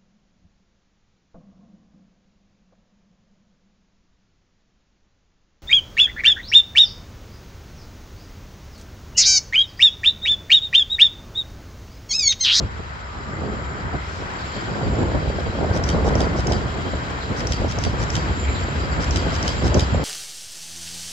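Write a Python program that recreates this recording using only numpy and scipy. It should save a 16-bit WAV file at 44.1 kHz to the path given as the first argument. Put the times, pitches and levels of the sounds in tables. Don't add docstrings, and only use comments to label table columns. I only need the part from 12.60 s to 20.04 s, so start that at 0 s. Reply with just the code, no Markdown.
import sys
import numpy as np
from scipy import signal
from scipy.fft import rfft, irfft, next_fast_len
from scipy.io import wavfile
from scipy.ndimage import uniform_filter1d

SR = 44100
rng = np.random.default_rng(int(sys.argv[2]) if len(sys.argv) > 2 else 0)


def materialize(psi):
    bounded = np.clip(np.atleast_2d(psi).T, -1, 1)
    quanta = np.round(bounded * 32767).astype(np.int16)
    wavfile.write(sys.argv[1], SR, quanta)


N = 328104
TIME = np.arange(N) / SR

# time in seconds, roar in dB, hiss in dB.
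TRAIN_LEVELS = [(0.0, -43.5, -49.5), (0.45, -42.5, -50.5), (0.85, -41.5, -49), (1.3, -40.5, -48),
                (1.88, -39.5, -43.5), (2.9, -40.5, -44.5), (3.1, -37.5, -44), (3.58, -37.5, -44),
                (4.3, -39, -44), (6.38, -38, -41.5), (6.85, -37, -38), (7.44, -37.5, -42.5)]
# time of the peak in seconds, rush in dB, thump in dB, width in seconds.
WIND_BUFFETS = [(0.035, -35, -22, 0.02), (0.201, -31, -27, 0.0058), (0.848, -33, -29, .009),
                (0.865, -31, -34, 0.032), (1.236, -35.5, -30, 0.0064), (1.26, -35, -25, 0.0097),
                (1.348, -25.5, -29, 0.018), (1.62, -36, -29, 0.015), (1.974, -29.5, -33, 0.018),
                (2.1, -29.5, -30, 0.025), (2.277, -42, -21, 0.037), (2.407, -21, -34, 0.03),
                (2.439, -25, -19, 0.007), (2.557, -22.5, -20, 0.014), (2.683, -30, -16, 0.0066),
                (2.772, -33.5, -27, 0.0024), (2.884, -35, -22.5, 0.01), (3.108, -29, -18, 0.0087),
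                (3.171, -25.5, -27, 0.017), (3.346, -24.5, -30, 0.011), (3.38, -34, -18.5, 0.011),
                (3.48, -22.5, -22, 0.011), (3.485, -27, -22, .01), (3.564, -23.5, -18, 0.0093),
                (3.622, -21.5, -22, 0.014), (3.66, -23.5, -41, 0.014), (3.749, -23.5, -35, 0.017),
                (3.797, -27.5, -20, 0.0079), (3.887, -22.5, -22, 0.013), (3.929, -24.5, -24, 0.018),
                (3.959, -22, -32, 0.008), (3.978, -29, -18.5, .01), (4.05, -42, -27, 0.012),
                (4.262, -27.5, -26, 0.0062), (4.346, -27.5, -23, 0.0076), (4.713, -26, -25, 0.015),
                (4.839, -27.5, -26, 0.019), (4.913, -35, -18.5, 0.0086), (5.007, -27, -17, 0.0085),
                (5.045, -24, -28, 0.012), (5.073, -24, -22, 0.0061), (5.185, -25.5, -19, 0.0071),
                (5.272, -28, -16, 0.011), (5.34, -28.5, -16, 0.0052), (5.414, -29.5, -23.5, 0.026),
                (5.577, -27, -21.5, 0.021), (5.702, -30, -21, 0.012), (5.888, -36, -18.5, 0.005),
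                (6.396, -25, -24, 0.012), (6.505, -41, -20, 0.028), (6.564, -27.5, -23, 0.028),
                (6.677, -29.5, -24, 0.028), (6.855, -26.5, -38, 0.016), (7.049, -22, -17, 0.013),
                (7.067, -39, -18, 0.0065), (7.171, -17.5, -17, 0.02), (7.227, -26.5, -19, 0.006),
                (7.33, -28.5, -14, 0.0072), (7.362, -36.5, -16, 0.014)]
# frequency in Hz, correlation from -1 to 1.
WIND_CORRELATION = [(50, 0.69), (90, 0.93), (150, 0.58), (400, 0.73), (1000, 0.38)]
# frequency in Hz, left over right in dB.
WIND_PAN = [(60, 0.3), (600, -2)]
# frequency in Hz, bandwidth in Hz, gain in dB.
BODY_MODES = [(1960, 570, 5), (3064, 260, 8), (3740, 470, 4.5), (5090, 530, 9.5), (6200, 650, 4.5),
              (7060, 480, 1.5), (8430, 700, 0)]


def rolling_noise(roar_db=7.5, hiss_db=2.0, girder_db=0.5, ring_db=-1.2, waver_db=1.12):
    # frequency in Hz, spectral density in dB.
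    roar_spectrum = [(40, 6.5), (70, 9), (140, 8), (220, -14), (380, -1.5), (700, 1.5), (1000, 2.5),
                     (1400, 5), (1900, -1.5), (2500, -10), (3300, -41), (6000, -64)]
    hiss_spectrum = [(1200, -7.5), (2400, 9.5), (3100, 8.5), (3600, 3), (4400, 2.5), (5300, -1),
                     (6200, -1.5), (7000, -3.5), (8000, -9), (8800, -18.5), (9700, -71), (10500, -33),
                     (11400, -17.5), (13200, -29), (14800, -49)]
    # frequency in Hz, correlation of the channels.
    correlation = [(60, 0.94), (250, 0.99), (550, -0.015), (880, 0.037), (1350, -0.74), (1750, -0.37),
                   (2250, 0.23), (3200, 0.11), (3500, -0.071), (4100, 0.4), (5100, 0.84), (5650, -0.23),
                   (6450, -0.49), (6900, 0.5), (7900, 0.57), (8700, -0.29)]
    # frequency in Hz, left over right in dB.
    balance = [(800, 2), (1300, 3), (1800, 4.5), (2600, 2.5), (3800, -7.5), (5500, 0), (7500, 0.5)]
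    # frequency in Hz, bandwidth in Hz, gain in dB, left over right in dB.
    girder_modes = [(967, 88, -9, -4), (1128, 78, -20.5, 1), (1327, 64, -11.5, 0), (1521, 116, -11, 4),
                    (1867, 99, -16, 4), (2044, 150, -11.5, 1.5)]
    wheel_modes = [(3218, 310, -8.5, 7), (3950, 420, -10.5, -10.5), (4700, 97, -8, -4.5),
                   (5225, 340, -12, -5.5)]
    roar, hiss = in_time(TRAIN_LEVELS)
    out = from_db(roar + roar_db + waver_db * drift(3.6)) * noise(roar_spectrum, correlation, balance)
    out += from_db(hiss + hiss_db + waver_db * drift(29)) * noise(hiss_spectrum, correlation, balance)
    out += from_db(roar + girder_db) * steel_ringing(girder_modes, flicker_db=4.0, alike=-0.5)
    return out + from_db(hiss + ring_db) * steel_ringing(wheel_modes, flicker_db=2.5, alike=0.18)


def steel_ringing(modes, flicker_db, alike):
    return sum(from_db(db + flicker_db * drift(19.0)) * rubbed_mode(hz, width_hz, alike) * pan(pan_db)
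               for hz, width_hz, db, pan_db in modes)


def rubbed_mode(hz, width_hz, alike):
    mid, side = rng.standard_normal((2, N))
    rub = np.sqrt(1 + alike) * mid + np.sqrt(1 - alike) * side * [[1], [-1]]
    return rms_one(resonate(resonate(rub, hz, width_hz), hz, width_hz))


def engine_rumble(cycles_per_s=6.5, throb_db=3.0, wander=0.0097, air_db=-1.0):
    # time in seconds, level in dB.
    rumble_levels = [(0.0, -29.5), (0.33, -37), (0.88, -30), (2.2, -41), (2.28, -26), (2.96, -28.5),
                     (3.42, -21), (4.65, -33), (5.08, -25.5), (6.86, -25), (7.09, -22), (7.44, -31.5)]
    # frequency in Hz, level in dB relative to the rumble.
    exhaust_tones = [(66, -2), (68.3, -6.5), (72.5, -10), (86, -7)]
    # frequency in Hz, spectral density in dB.
    deep_spectrum = [(18, -28), (30, -14), (40, -19), (50, -0.5), (66, -5), (85, -2), (120, -8.5),
                     (170, -13.5), (280, -23.5), (450, -37)]
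    level = in_time(rumble_levels)[0] - 1.47
    thumps = [(s, thump_db, width_s) for s, _, thump_db, width_s in WIND_BUFFETS]
    air = evened(noise(deep_spectrum, WIND_CORRELATION, WIND_PAN), window_s=0.032)
    out = with_swells(level + air_db, thumps) * air
    throb = throb_db * wandering_sine(cycles_per_s, wander, rate=2)
    for hz, db in exhaust_tones:
        tone = wandering_sine(hz, wander, rate=2.24)
        out += from_db(level + db + throb + drift(3.9)) * tone
    return out


def flange_squeal(rub_db=-12.5, waver_db=1.94):
    # time of the peak in seconds, level in dB, width in seconds.
    squeals = [(1.0, -57.5, .35), (1.96, -50, 0.095), (2.35, -49.5, 0.12), (4.35, -51, 0.045),
               (5.53, -46, 0.089), (5.878, -44, 0.14), (6.6, -50.5, 0.45), (7.35, -50.5, 0.15)]
    _, hiss = in_time(TRAIN_LEVELS)
    tone = rubbed_mode(hz=7270, width_hz=148, alike=0.87) * pan(2.4)
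    return with_swells(hiss + rub_db, squeals) * from_db(waver_db * drift(14.0)) * tone


def wheel_squeaks(air_cut_hz=8200):
    # peak time in seconds, frequency in Hz, bandwidth in Hz, level in dB, width in seconds.
    slips = [(0.42, 1297, 70, -49, 0.18), (0.8, 1195, 80, -44.5, 0.26), (1.12, 1303, 80, -45, 0.35),
             (1.41, 2080, 150, -43, 0.066), (1.543, 4700, 3400, -48.5, 0.066),
             (1.817, 3850, 1490, -41, 0.011), (1.958, 4370, 1390, -42.5, 0.027),
             (1.97, 3200, 300, -45, 0.032), (4.277, 3140, 200, -43, 0.016), (4.633, 4300, 1100, -43, .022),
             (5.885, 2280, 480, -36, 0.033), (5.97, 3830, 900, -38, 0.016), (6.243, 4900, 200, -43, 0.017)]
    out = sum(from_db(db) * swell(s, width_s) * rubbed_mode(hz, width_hz, alike=0.25)
              for s, hz, width_hz, db, width_s in slips)
    return low_pass(out, air_cut_hz, order=6)


def camera():
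    # time of the mirror's return in seconds, mirror and motor gain in dB, curtain gain in dB.
    frames = [(3.2888, -4, -3), (3.6041, -5, -4.5), (3.9203, -4, -1.5), (4.921, -3, -2), (5.2375, -3.5, -5),
              (5.5527, -3, -2.5), (6.559, -2.5, -1), (6.878, -2, -2), (7.1939, -1, 2.5)]
    # seconds from the return, level in dB, decay in seconds.
    mirror_hits = [(-.136, -27, 0.003), (-.126, -25, 0.0041), (-.1165, -22.5, 0.0033), (0, -13, .0027),
                   (.0115, -15.5, 0.0022), (.022, -29.5, .004)]
    curtain_hits = [(-.0508, -13.5, 0.0017)]
    # frequency in Hz, bandwidth in Hz, gain in dB.
    curtain_modes = [(3120, 450, -0.5), (4720, 270, 4), (5600, 500, 13), (6940, 450, -8)]
    t = np.arange(-SR // 5, SR // 8) / SR
    out = np.zeros((2, N))
    for s, mirror_db, curtain_db in frames:
        mirror = impacts(mirror_hits, t) * camera_body(BODY_MODES, len(t), crisp_db=-16)
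        curtain = impacts(curtain_hits, t) * camera_body(curtain_modes, len(t), crisp_db=-19)
        mechanism = mirror + spring(t) + motor(t)
        add(out, from_db(mirror_db) * mechanism + from_db(curtain_db) * curtain, s + t[0])
    return out * pan(-0.5)


def impacts(hits, t, tail_db=-22, tail_s=0.024, rise_s=0.00084):
    power = 0
    for s, db, decay_s in hits:
        age = np.maximum(t - s, 0)
        attack = 1 - np.exp(-age / rise_s)
        decay = np.exp(-age / decay_s) + from_db(tail_db) * np.exp(-age / tail_s)
        power += (from_db(db + rng.normal(0, 0.7)) * attack * decay) ** 2
    return np.sqrt(power)


def camera_body(modes, size, crisp_db, dull_hz=7600, crisp_hz=8500, alike=0.52):
    shared, own = rng.standard_normal(size), rng.standard_normal((2, size))
    delayed_pair = np.array([shared, np.roll(shared, 12)])
    rattle = np.sqrt(alike) * delayed_pair + np.sqrt(1 - alike) * own
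    body = sum((-1) ** k * from_db(db + rng.normal(0, 1.0)) * resonate(rattle, hz, width_hz)
               for k, (hz, width_hz, db) in enumerate(modes))
    crack = from_db(crisp_db) * low_pass(rattle, crisp_hz, order=2)
    return evened(rms_one(low_pass(body, dull_hz, order=8) + crack), window_s=0.0028)


def motor(t, attack_s=0.0049, release_s=0.0029, gear_release_s=0.033, judder_hz=700, chatter_db=1.5):
    # start in seconds from the return, length
    # in seconds, first and target pitch in Hz, settling time in seconds, whine in dB, rasp in dB,
    # judder as a fraction of the pitch.
    runs = [(-.162, 0.035, 4320, 6830, 0.028, -41.5, -38, .05),
            (-.032, 0.029, 4810, 6160, 0.0047, -43, -38, .016),
            (0.013, 0.037, 4850, 4550, .03, -38, -40.5, .012)]
    out = 0
    for s, length_s, start_hz, end_hz, settle_s, whine_db, rasp_db, judder in runs:
        age = np.maximum(t - s, 0)
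        attack = 1 - np.exp(-age / attack_s)
        stopped_s = np.maximum(age - length_s, 0)
        hz = end_hz + (start_hz - end_hz) * np.exp(-age / settle_s)
        load = rms_one(low_pass(rng.standard_normal(len(t)), judder_hz, order=2))
        speed = rng.normal(1, 0.0091) - judder * load
        tone = np.sqrt(2) * np.sin(2 * np.pi * np.cumsum(hz * speed) / SR)
        whine = from_db(whine_db + chatter_db * load + rng.normal(0, 0.97)) * tone
        gears = from_db(rasp_db) * camera_body(BODY_MODES[2:], len(t), crisp_db=-36)
        out += attack * (whine * np.exp(-stopped_s / release_s)
                         + gears * np.exp(-stopped_s / gear_release_s))
    return out


def spring(t, buzz_db=3.0, buzz_hz=250):
    # frequency in Hz, level in dB, decay in seconds.
    modes = [(3070, -36.5, 0.034), (3250, -36, 0.033), (3696, -37, 0.01)]
    age = np.maximum(t, 0)
    buzz = from_db(buzz_db * rms_one(low_pass(rng.standard_normal(len(t)), buzz_hz, order=2)))
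    ring = 0
    for hz, db, decay_s in modes:
        envelope = from_db(db + rng.normal(0, 1.2)) * np.exp(-age / decay_s)
        ring += envelope * np.sin(2 * np.pi * hz * rng.normal(1, 0.0049) * age)
    return buzz * ring


def wind(steady_db=-1.0, gain_db=0.5, lump_db=2.5, flutter_db=2.5, split_hz=400, brighten=0.37):
    # time in seconds, level in dB.
    wind_levels = [(0.0, -29.5), (.14, -47), (.51, -47), (.56, -37.5), (.9, -29.5), (1.07, -38),
                   (1.2, -33.5), (1.45, -41.5), (1.6, -37), (1.9, -36.5), (2.28, -24.5), (2.4, -27),
                   (2.48, -25.5), (2.92, -31.5), (3.02, -22.5), (3.28, -26), (3.38, -22), (3.6, -24.5),
                   (3.7, -28.5), (4.1, -29), (4.58, -34.5), (4.85, -31.5), (5.13, -33.5), (5.5, -29.5),
                   (5.85, -31.5), (6.65, -29), (6.98, -31), (7.12, -26), (7.28, -32), (7.44, -23.5)]
    # frequency in Hz, spectral density in dB.
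    spectrum = [(60, -21.5), (120, 1.5), (180, 0.5), (280, -2), (480, -6.5), (700, -10), (1000, -18.5),
                (1500, -24), (3000, -76)]
    rushes = [(s, rush_db, width_s) for s, rush_db, _, width_s in WIND_BUFFETS]
    level = in_time(wind_levels)[0] + steady_db + lump_db * np.minimum(drift(43.5), 1.5)
    gust_db = 20 * np.log10(with_swells(level, rushes))
    air = noise(spectrum, WIND_CORRELATION, WIND_PAN)
    low = low_pass(air, split_hz, order=1)
    treble_db = flutter_db * np.minimum(drift(110), 1.5) + brighten * (gust_db - gust_db.mean())
    high = (air - low) * from_db(treble_db)
    return from_db(gust_db + gain_db) * evened(low + high, window_s=0.026)


def eddies(gain_db=-3.0, rise_s=0.0021):
    # start in seconds, level in dB.
    arrivals = [(.835, -22), (1.115, -27), (1.34, -23), (1.62, -28), (2.189, -25), (2.4, -19), (2.43, -15),
                (2.545, -14.5), (2.657, -19.5), (2.7, -17), (2.785, -15), (2.865, -23), (2.95, -24),
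                (2.987, -18.5), (3.01, -14.5), (3.028, -12), (3.045, -13), (3.093, -20), (3.346, -13.5),
                (3.394, -18), (3.468, -17), (3.554, -13), (3.608, -15), (3.717, -18), (3.788, -18.5),
                (3.861, -20), (3.912, -13), (4.25, -25), (4.334, -21.5), (4.748, -22), (4.815, -24),
                (4.848, -23), (4.908, -26), (5.018, -17), (5.045, -15), (5.265, -16), (5.338, -21),
                (5.557, -27), (6.083, -17.5), (6.624, -22), (6.664, -16), (7.02, -21), (7.064, -17),
                (7.122, -16.5), (7.151, -9.5), (7.228, -21), (7.345, -13), (7.409, -23)]
    # frequency in Hz, spectral density in dB.
    spectrum = [(80, -8), (200, -5.5), (400, 2.5), (680, 0.5), (1000, -17.5), (2000, -52)]
    knocks = np.zeros(N)
    age_in_rises = np.arange(SR // 10) / SR / rise_s
    pulse = age_in_rises * np.exp(1 - age_in_rises)
    for s, db in arrivals:
        add(knocks, from_db(db + gain_db) * pulse, s)
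    return knocks * evened(noise(spectrum, WIND_CORRELATION, WIND_PAN), window_s=0.0033)


def noise(spectrum, correlation, balance):
    size = next_fast_len(N, True)
    hz = np.arange(size // 2 + 1) * SR / size
    mid, side = rfft(rng.standard_normal((2, size))) * from_db(at_hz(spectrum, hz))
    alike, ears = np.clip(at_hz(correlation, hz), -1, 1), np.array([[1], [-1]])
    roll_off = 1 / (1 + (hz / (2 * spectrum[-1][0])) ** 4)
    stereo = np.sqrt(1 + alike) * mid + np.sqrt(1 - alike) * side * ears
    return rms_one(irfft(roll_off * stereo * from_db(at_hz(balance, hz) * ears / 2), size)[:, :N])


def drift(rate):
    step, run_in = 40, 2000
    pole = np.exp(-2 * np.pi * step * rate / SR)
    white = rng.standard_normal(N // step + run_in + 2)
    slow = signal.lfilter([1], [1, -2 * pole, pole * pole], white)[run_in:]
    return np.interp(np.arange(N) / step, np.arange(len(slow)), rms_one(slow))


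def wandering_sine(hz, wander, rate):
    phase = 2 * np.pi * np.cumsum(hz * (1 + wander * drift(rate))) / SR
    return np.sin(phase + rng.uniform(0, 2 * np.pi))


def swell(s, width_s):
    return np.exp(-np.minimum(((TIME - s) / width_s) ** 2 / 2, 50))


def with_swells(steady_db, swells):
    swell_power = sum((from_db(db) * swell(s, width_s)) ** 2 for s, db, width_s in swells)
    return np.sqrt(from_db(steady_db) ** 2 + swell_power)


def evened(x, window_s):
    size = int(window_s * SR)
    power = uniform_filter1d(uniform_filter1d(np.mean(x ** 2, axis=0), size), size)
    return x / np.sqrt(np.abs(power) + 1e-9)


def resonate(x, hz, width_hz):
    r = np.exp(-np.pi * width_hz / SR)
    feedback = [1, -2 * r * np.cos(2 * np.pi * hz / SR), r * r]
    return signal.lfilter(np.array([1, 0, -1]) * (1 - r * r) / 2, feedback, x)


def low_pass(x, hz, order):
    return signal.sosfilt(signal.butter(order, hz, fs=SR, output="sos"), x)


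def in_time(rows):
    s, *columns = np.transpose(rows)
    return [np.interp(TIME, s, column) for column in columns]


def at_hz(points, hz):
    f, value = np.transpose(points)
    return np.interp(np.log(hz + 1e-3), np.log(f), value)


def from_db(db):
    return 10 ** (np.asarray(db) / 20)


def rms_one(x):
    return x / np.sqrt(np.mean(x ** 2) + 1e-20)


def pan(db):
    return from_db([[db / 2], [-db / 2]])


def add(out, sound, s):
    start = int(round(s * SR))
    part = sound[..., :N - start]
    out[..., start:start + part.shape[-1]] += part


def scene():
    train = rolling_noise() + flange_squeal() + wheel_squeaks() + engine_rumble()
    return train + wind() + eddies() + camera()


def record(dry, low_cut_hz=33, stopband_hz=16800):
    thinned = signal.sosfilt(signal.butter(4, low_cut_hz, "high", fs=SR, output="sos"), dry)
    return signal.sosfilt(signal.cheby2(12, 70, stopband_hz, fs=SR, output="sos"), thinned)


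dry = scene()
out = record(dry)
materialize(out)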